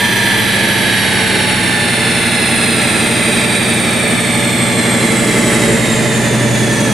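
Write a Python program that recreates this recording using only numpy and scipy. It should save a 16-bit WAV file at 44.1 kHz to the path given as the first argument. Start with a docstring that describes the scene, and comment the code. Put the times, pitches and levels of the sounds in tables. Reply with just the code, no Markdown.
"""A V8 car coasts on a chassis dyno in a workshop, the microphone low behind its tailpipes.
With the throttle shut the engine goes from overrun to a lumpy idle: uneven firings ring the exhaust,
late-burning fuel burbles and the gas surges as the engine catches itself. Under the car the rear tyres
spin on the slowing roller: tread howl, roller whine and groove whistle glide down over a hiss of air.
The shop adds a low rumble and short reflections."""
import sys
import numpy as np
from scipy import signal
from scipy.fft import rfft, irfft
from scipy.io import wavfile
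from scipy.ndimage import uniform_filter1d

SR = 44100
rng = np.random.default_rng(int(sys.argv[2]) if len(sys.argv) > 2 else 0)


def transcribe(u):
    """Save the signal u as a 16-bit wav file named by the first command-line argument.

    u: samples, shape (n,) or (channels, n), limited to [-1, 1]; the rate is SR.
    q: integer samples, one column per channel.
    """
    v = np.clip(np.atleast_2d(u).T, -1, 1)
    q = np.round(v * 32767).astype(np.int16)
    wavfile.write(sys.argv[1], SR, q)


N = 305603
T = np.arange(N) / SR
FREQS = np.arange(N // 2 + 1) * SR / N


def from_db(db):
    return 10 ** (np.asarray(db) / 20)


def rms_one(x):
    return x / np.sqrt(np.mean(x ** 2) + 1e-20)


def in_time(curve):
    return np.interp(T, *np.transpose(curve))


def butter(x, hz, kind, order):
    return signal.sosfilt(signal.butter(order, hz, kind, fs=SR, output="sos"), x)


def coloured(x, spectrum):
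    """Filter by a (frequency [Hz], level [dB]) curve; rms 1."""
    hz, db = np.transpose(spectrum)
    gain = from_db(np.interp(np.log(FREQS + 1), np.log(hz), db))
    return rms_one(irfft(rfft(x) * gain, N))


def evened(x):
    """Hold the slow level at 1 and keep the throb."""
    return x / np.sqrt(uniform_filter1d(x ** 2, 16000) + 1e-12)


def swell(at_s, half_s):
    """A smooth rise and fall of height 1."""
    return np.exp(-((T - at_s) / half_s) ** 2)


def resonance(x, hz, width):
    """A two-pole resonance with gain 1 on top."""
    r = np.exp(-np.pi * width / SR)
    feedback = [1, -2 * r * np.cos(2 * np.pi * hz / SR), r * r]
    return signal.lfilter(np.array([1, 0, -1]) * (1 - r * r) / 2, feedback, x + 1e-18)


def standing_waves(x, modes):
    """Direct sound plus narrow modes that lift each tone gliding through them."""
    return x + sum(from_db(db) * resonance(x, hz, width) for hz, width, db in modes)


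# engine speed: (time [s], speed [rpm])
ENGINE_RPM = [(0.0, 1644), (1.1, 1561), (1.9, 1450.2), (2.5, 1408), (3.3, 1413), (4.2, 1436), (4.7, 1448),
              (6.93, 1284)]
def firing_count():
    """Firings so far, at four to each crank turn."""
    firing_hz = 4 * in_time(ENGINE_RPM) / 60
    return np.cumsum(firing_hz) / SR


# how the engine runs: (time [s], state [0 overrun, 1 fast idle, 2 slow idle])
ENGINE_STATE = [(1.0, 0.11), (2.5, 0.53), (4.7, 0.58), (5.8, 1.85)]
def by_state(overrun, fast_idle, slow_idle):
    """Blend three values as the engine passes between its states."""
    return np.interp(in_time(ENGINE_STATE), [0, 1, 2], [overrun, fast_idle, slow_idle])


# cylinders in firing order: (delay [ms], overrun level [dB], fast idle level [dB], slow idle level [dB])
CYLINDERS = [(0.3, -5.5, -11.5, -3), (2.18, -5.5, -4, -6.5), (-1.24, -15, -8, -16), (2.5, -13, -0.5, -10),
             (2.5, -15.5, -0.5, -3), (-2, -10.5, -29, -4), (4, -13.5, 2, -7), (6, -33, 2, -15)]
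def firings(scatter_db=0.8, jitter_ms=0.06):
    """One pulse a firing; each cylinder has its own strength and path to the tailpipe."""
    at = np.flatnonzero(np.diff(np.floor(firing_count()), prepend=-1))
    cylinders = np.array(CYLINDERS)[np.arange(len(at)) % len(CYLINDERS)]
    delay_ms, state_db = cylinders[:, 0], cylinders[:, 1:]
    state = by_state(0, 1, 2)[at]
    blend = np.maximum(1 - abs(state[:, None] - np.arange(3)), 0)
    scatter, jitter = rng.standard_normal((len(at), 2)).T
    strength = (blend * from_db(state_db)).sum(1) * from_db(scatter_db * scatter)
    late = (delay_ms + jitter_ms * jitter) * SR / 1000
    pulses = np.zeros(N)
    pulses[np.clip(at + late.astype(int), 0, N - 1)] = strength
    return pulses


# exhaust pipe resonances: (frequency [Hz], width [Hz], level [dB])
PIPE_MODES = [(114.4, 14, -6), (121, 20.5, -1.5), (148.2, 49, -7), (174.9, 43.7, 1.5), (186.5, 49.5, 1),
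              (223.2, 20.9, -1.5), (254.5, 37, -15), (290.6, 6.2, -8.5), (343, 19.7, -9.5),
              (380.3, 4.8, -8.5), (451.6, 21.6, -12), (535, 1.6, -8), (581.2, 10.2, -12), (654, 42, -23.5),
              (775, 74, -34), (865, 8.1, -17)]
def pipe(x):
    """The pipe's resonances ring in parallel, signs alternating; rms 1."""
    return rms_one(sum((-1) ** k * from_db(db) * resonance(x, hz, width)
                       for k, (hz, width, db) in enumerate(PIPE_MODES)))


def exhaust(puff_s=0.013):
    """Each pulse thuds out of the tailpipe, booms in the pipe and drags a turbulent puff behind it."""
    pulses = firings()
    flow = signal.lfilter([1], [1, -np.exp(-1 / (puff_s * SR))], pulses + 1e-18)
    puffs = rms_one(flow * rng.standard_normal(N))
    clean, rough = pipe(pulses), pipe(puffs)
    thud = evened(butter(rms_one(pulses) + 1.1 * puffs, [54, 72], "band", order=2))
    # the deep boom is nearly clean; turbulence lives in the rasp above it
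    boom = evened(butter(clean + from_db(-17) * rough, 275, "low", order=6))
    rasp = evened(butter(clean + from_db(2.5) * rough, 261, "high", order=8))
    jet = from_db(-7.5) * evened(butter(puffs, [290, 470], "band", order=2))
    spit = from_db(-15) * evened(butter(puffs, [1000, 8950], "band", order=3))
    turbulence = burbles() * (rasp + jet) + spit
    thud_db = by_state(overrun=-58, fast_idle=-55, slow_idle=-39) + 15 * surge()
    # boom and turbulence grow steadily as fuel comes back
    boom_db = -23 + 0.97 * T + 1.5 * surge()
    turbulence_db = -25 + 0.8354 * T + 4.5 * surge()
    return from_db(thud_db) * thud + from_db(boom_db) * boom + from_db(turbulence_db) * turbulence


def drone():
    """The gas flow that all eight cylinders share hums at the firing rate."""
    level_db = by_state(overrun=-27, fast_idle=-37.5, slow_idle=-42)
    return from_db(level_db) * rms_one(np.sin(2 * np.pi * firing_count()))


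# the workshop's standing waves at the microphone: (frequency [Hz], width [Hz], added level [dB])
ROOM_MODES = [(121.6, 3.5, -1.5), (200.5, 2.7, -3.5)]
def tailpipes():
    """Drone and exhaust leave the pipes ahead of the microphone and set the room ringing."""
    return standing_waves(drone() + exhaust(), ROOM_MODES)


# the wheels coast down with the roller under near-constant friction: (time [s], speed [turns/s])
WHEEL_SPEED = [(0, 23.3), (3, 18.72), (5.7, 14.68), (7, 12.504)]
def wheel_turns():
    """Turns of the rear wheels so far."""
    return np.cumsum(in_time(WHEEL_SPEED)) / SR


def by_speed(start_db, db_per_halving):
    """Level in dB that takes the same step for each halving of wheel speed."""
    speed = in_time(WHEEL_SPEED)
    return start_db + db_per_halving * np.log2(speed[0] / speed)


def random_phases(heights):
    """A repeating waveform with these harmonic heights; rms 1."""
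    return rms_one(irfft(heights * np.exp(2j * np.pi * rng.random(len(heights)))))


# colour of tyre sound from under the car: (frequency [Hz], level [dB])
WHEEL_WELL = [(500, -9.5), (750, -11), (930, -13), (1100, -17), (1450, -12.5), (1720, 0.5), (2300, 3.5),
              (2900, -1.5), (3500, 8.5), (4400, 5), (5500, -7.5), (9000, -9.5), (11000, -12), (14000, -28)]
def rolling(clusters, loose, single_orders=(), points_per_turn=8192):
    """A surface pattern that repeats every wheel turn, plus a loose share that never repeats."""
    turns = wheel_turns()
    laps = int(turns[-1]) + 2
    orders = np.arange(points_per_turn * laps // 2 + 1) / laps
    spectrum = np.sqrt(sum(from_db(db) ** 2 * np.exp(-0.5 * ((orders - centre) / width) ** 2)
                           for centre, width, db in clusters))
    whole_orders = spectrum[::laps].copy()
    for order, db in single_orders:
        whole_orders[round(order)] = from_db(db)
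    surface = np.tile(random_phases(whole_orders), laps) + loose * random_phases(spectrum)
    contact = np.interp(turns * points_per_turn, np.arange(len(surface)), surface)
    return evened(coloured(contact, WHEEL_WELL))


def bounces(x, echo_ms, echo_db, dull_hz=4500):
    """Sound bounces between hard surfaces: gliding tones flare and fade across the comb's peaks."""
    delay = np.exp(-2j * np.pi * FREQS * echo_ms / 1000)
    bounce = from_db(echo_db) * delay / (1 + (FREQS / dull_hz) ** 2)
    return irfft(rfft(x) / (1 - bounce), N)


# clusters from uneven tread block spacing: (order [per turn], width [orders], level [dB])
TREAD_CLUSTERS = [(40.6, 6, 7), (60, 12, 3.5), (76, 4, 3), (87.5, 3, -4), (98, 6, -1), (118, 10, -7),
                  (132.7, 10, -3), (153, 3, -6), (178, 6, -8), (198, 4, -9), (214.4, 6, -9.5),
                  (346, 110, -17)]
# single tread tones: (order [per turn], level [dB])
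TREAD_ORDERS = [(71, 17), (72, 12), (75, -7.5), (76, 15), (86, 9.5), (104, 4.5), (111, 5), (127, -2.5),
                (131, 2), (136, 5), (137, 7), (145, 3.5), (171, 0), (176, 0), (195, -4), (212, -1),
                (216, 0), (223, -7.5)]
# standing waves under the car: (frequency [Hz], width [Hz], added level [dB])
UNDERBODY_MODES = [(1668, 18, -2), (1776, 17, -3.5), (2147, 45, -3.5), (2524, 100, -4.5)]
def tread_howl(runout_db=1.0):
    """Tread blocks strike the roller and ring the space under the car."""
    tread = rolling(TREAD_CLUSTERS, loose=0.22, single_orders=TREAD_ORDERS)
    under_car = evened(bounces(tread, echo_ms=3.39, echo_db=-10.5))
    # a slightly oval tyre presses harder once a turn
    load_db = runout_db * np.sin(2 * np.pi * wheel_turns())
    level_db = by_speed(-16, db_per_halving=-8.5) + load_db
    return from_db(level_db) * standing_waves(under_car, UNDERBODY_MODES)


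# the pattern on the tyre's shoulder: (order [per turn], width [orders], level [dB])
SHOULDER = [(41, .3, 2), (40, .3, -6.5), (39, .3, -11), (40, 3, -14.5)]
def shoulder_hum():
    """The shoulder's hum dies away; a wall echo makes it swell and sink as its pitch falls."""
    hum = bounces(rolling(SHOULDER, loose=0.25), echo_ms=11.7, echo_db=-9.5)
    return from_db(by_speed(-29, db_per_halving=-38)) * hum


def horn(clusters, peak_hz, lift_db, half_width_hz):
    """Lift in dB as a whistle's strongest order glides through an air resonance at the contact patch."""
    strongest_order = max(clusters, key=lambda row: row[2])[0]
    hz = strongest_order * in_time(WHEEL_SPEED)
    return lift_db / (1 + ((hz - peak_hz) / half_width_hz) ** 2)


# the roller's whine, then its overtones: (order [per wheel turn], width [orders], level [dB])
ROLLER = [(260, 1.8, 0), (255, 4, -11)]
ROLLER_OVERTONES = [(520, 1.1, 0), (519, 4, -8), (778, 8, -25)]
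def roller_whine():
    """The knurled roller whines against the tyres, louder as it slows."""
    whine = from_db(by_speed(-36, db_per_halving=6)) * rolling(ROLLER, loose=0.75)
    overtone_db = -37.5 + horn(ROLLER_OVERTONES, peak_hz=8530, lift_db=11.5, half_width_hz=1680)
    return whine + from_db(overtone_db) * rolling(ROLLER_OVERTONES, loose=0.88)


# tones of the tread grooves: (order [per turn], width [orders], level [dB])
GROOVES = [(448, 4.5, -9), (474, 5.7, 0), (576, 14, -22), (693, 11, -10), (727, 5.8, -5)]
def groove_whistle():
    """The grooves whistle, swelling as they glide through the contact patch's resonance."""
    horn_db = horn(GROOVES, peak_hz=9060, lift_db=7.5, half_width_hz=620)
    return from_db(by_speed(-31, db_per_halving=-3) + horn_db) * rolling(GROOVES, loose=0.44)


# spectrum of the hiss: (frequency [Hz], level [dB])
HISS = [(500, -14), (900, 8), (1300, 11), (2000, 13), (4000, 1.5), (5300, 2), (6500, 0.5), (7600, 5),
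        (8800, 10), (10000, 4), (11500, -5), (13000, -8.5), (15500, -43)]
def hiss():
    """Steady hiss of air pumped from the tread, joined by exhaust hiss that swells with each gas surge."""
    return from_db(-24 + 4 * surge()) * coloured(rng.standard_normal(N), HISS)


def tyres(flutter_db=0.7, flutter_hz=44):
    """The rolling sounds and the hiss, shaken a little by the bouncing contact."""
    layers = tread_howl() + shoulder_hum() + roller_whine() + groove_whistle() + hiss()
    flutter = rms_one(irfft(rfft(rng.standard_normal(N)) / (1 + (FREQS / flutter_hz) ** 4), N))
    return layers * from_db(flutter_db * flutter)


# spectrum of the rumble around the microphone: (frequency [Hz], level [dB])
RUMBLE = [(20, -7), (45, -7), (62, -5), (80, -2), (120, -1), (300, -2), (500, -4), (700, -1), (1000, -8),
          (2000, -30)]
def rumble():
    """The dyno and the shop rumble steadily."""
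    return from_db(-26) * coloured(rng.standard_normal(N), RUMBLE)


# burbles in the pipe: (time [s], half length [s], rise [dB])
BURBLES = [(0.643, 0.073, 4), (0.823, .03, 5), (1.352, 0.027, 8), (2.144, 0.021, 4.5), (4.922, 0.02, 4)]
def burbles():
    """Gain on the rasp and jet as fuel burns late in the pipe."""
    return from_db(sum(db * swell(at_s, half_s) for at_s, half_s, db in BURBLES))


# surges of exhaust gas: (time [s], half length [s], strength [0-1])
SURGES = [(3.1, 0.46, 0.46), (4.88, 0.16, 0.25), (5.47, 0.39, 1)]
def surge():
    """How hard the gas surges as the engine catches itself, then settles."""
    return sum(strength * swell(at_s, half_s) for at_s, half_s, strength in SURGES)


def shop(x, wet_db, side_db, dull_hz, t60_s=0.24):
    """Direct sound plus reflections from floor, underbody and walls, partly different left and right."""
    t = T[:SR // 2]
    tails = rng.standard_normal((2, len(t))) * from_db(-60 * t / t60_s) * (t > 0.002)
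    tails /= np.sqrt((tails ** 2).sum(1, keepdims=True))
    mid, side = signal.fftconvolve(x[None], tails, axes=1)[:, :N]
    side = from_db(side_db) * butter(side, dull_hz, "low", order=3)
    return x + from_db(wet_db) * mid + side * np.array([[1], [-1]])


def scene():
    """From low behind the car: tailpipes close and nearly dry, tyres with more of the room on them."""
    pipes = shop(tailpipes(), wet_db=-22, side_db=-13, dull_hz=5000)
    wheels = shop(tyres(), wet_db=-6.5, side_db=-8.5, dull_hz=8100)
    room_tone = shop(rumble(), wet_db=-23, side_db=-3, dull_hz=3000)
    # the nearer tyre is on the right; the top treble reaches both sides alike
    below_treble = signal.sosfiltfilt(signal.butter(1, 6500, fs=SR, output="sos"), wheels)
    lean_right = 0.16 * below_treble * np.array([[-1], [1]])
    return pipes * from_db([[-0.5], [0.5]]) + wheels + lean_right + room_tone


def record(dry, ceiling=0.95, cutoff_hz=15300):
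    """The highest peaks are rounded and the top treble is cut."""
    rounded = dry / (1 + (dry / ceiling) ** 8) ** (1 / 8)
    return signal.sosfilt(signal.ellip(12, 0.1, 90, cutoff_hz, fs=SR, output="sos"), rounded)


dry = scene()
out = record(dry)
transcribe(out)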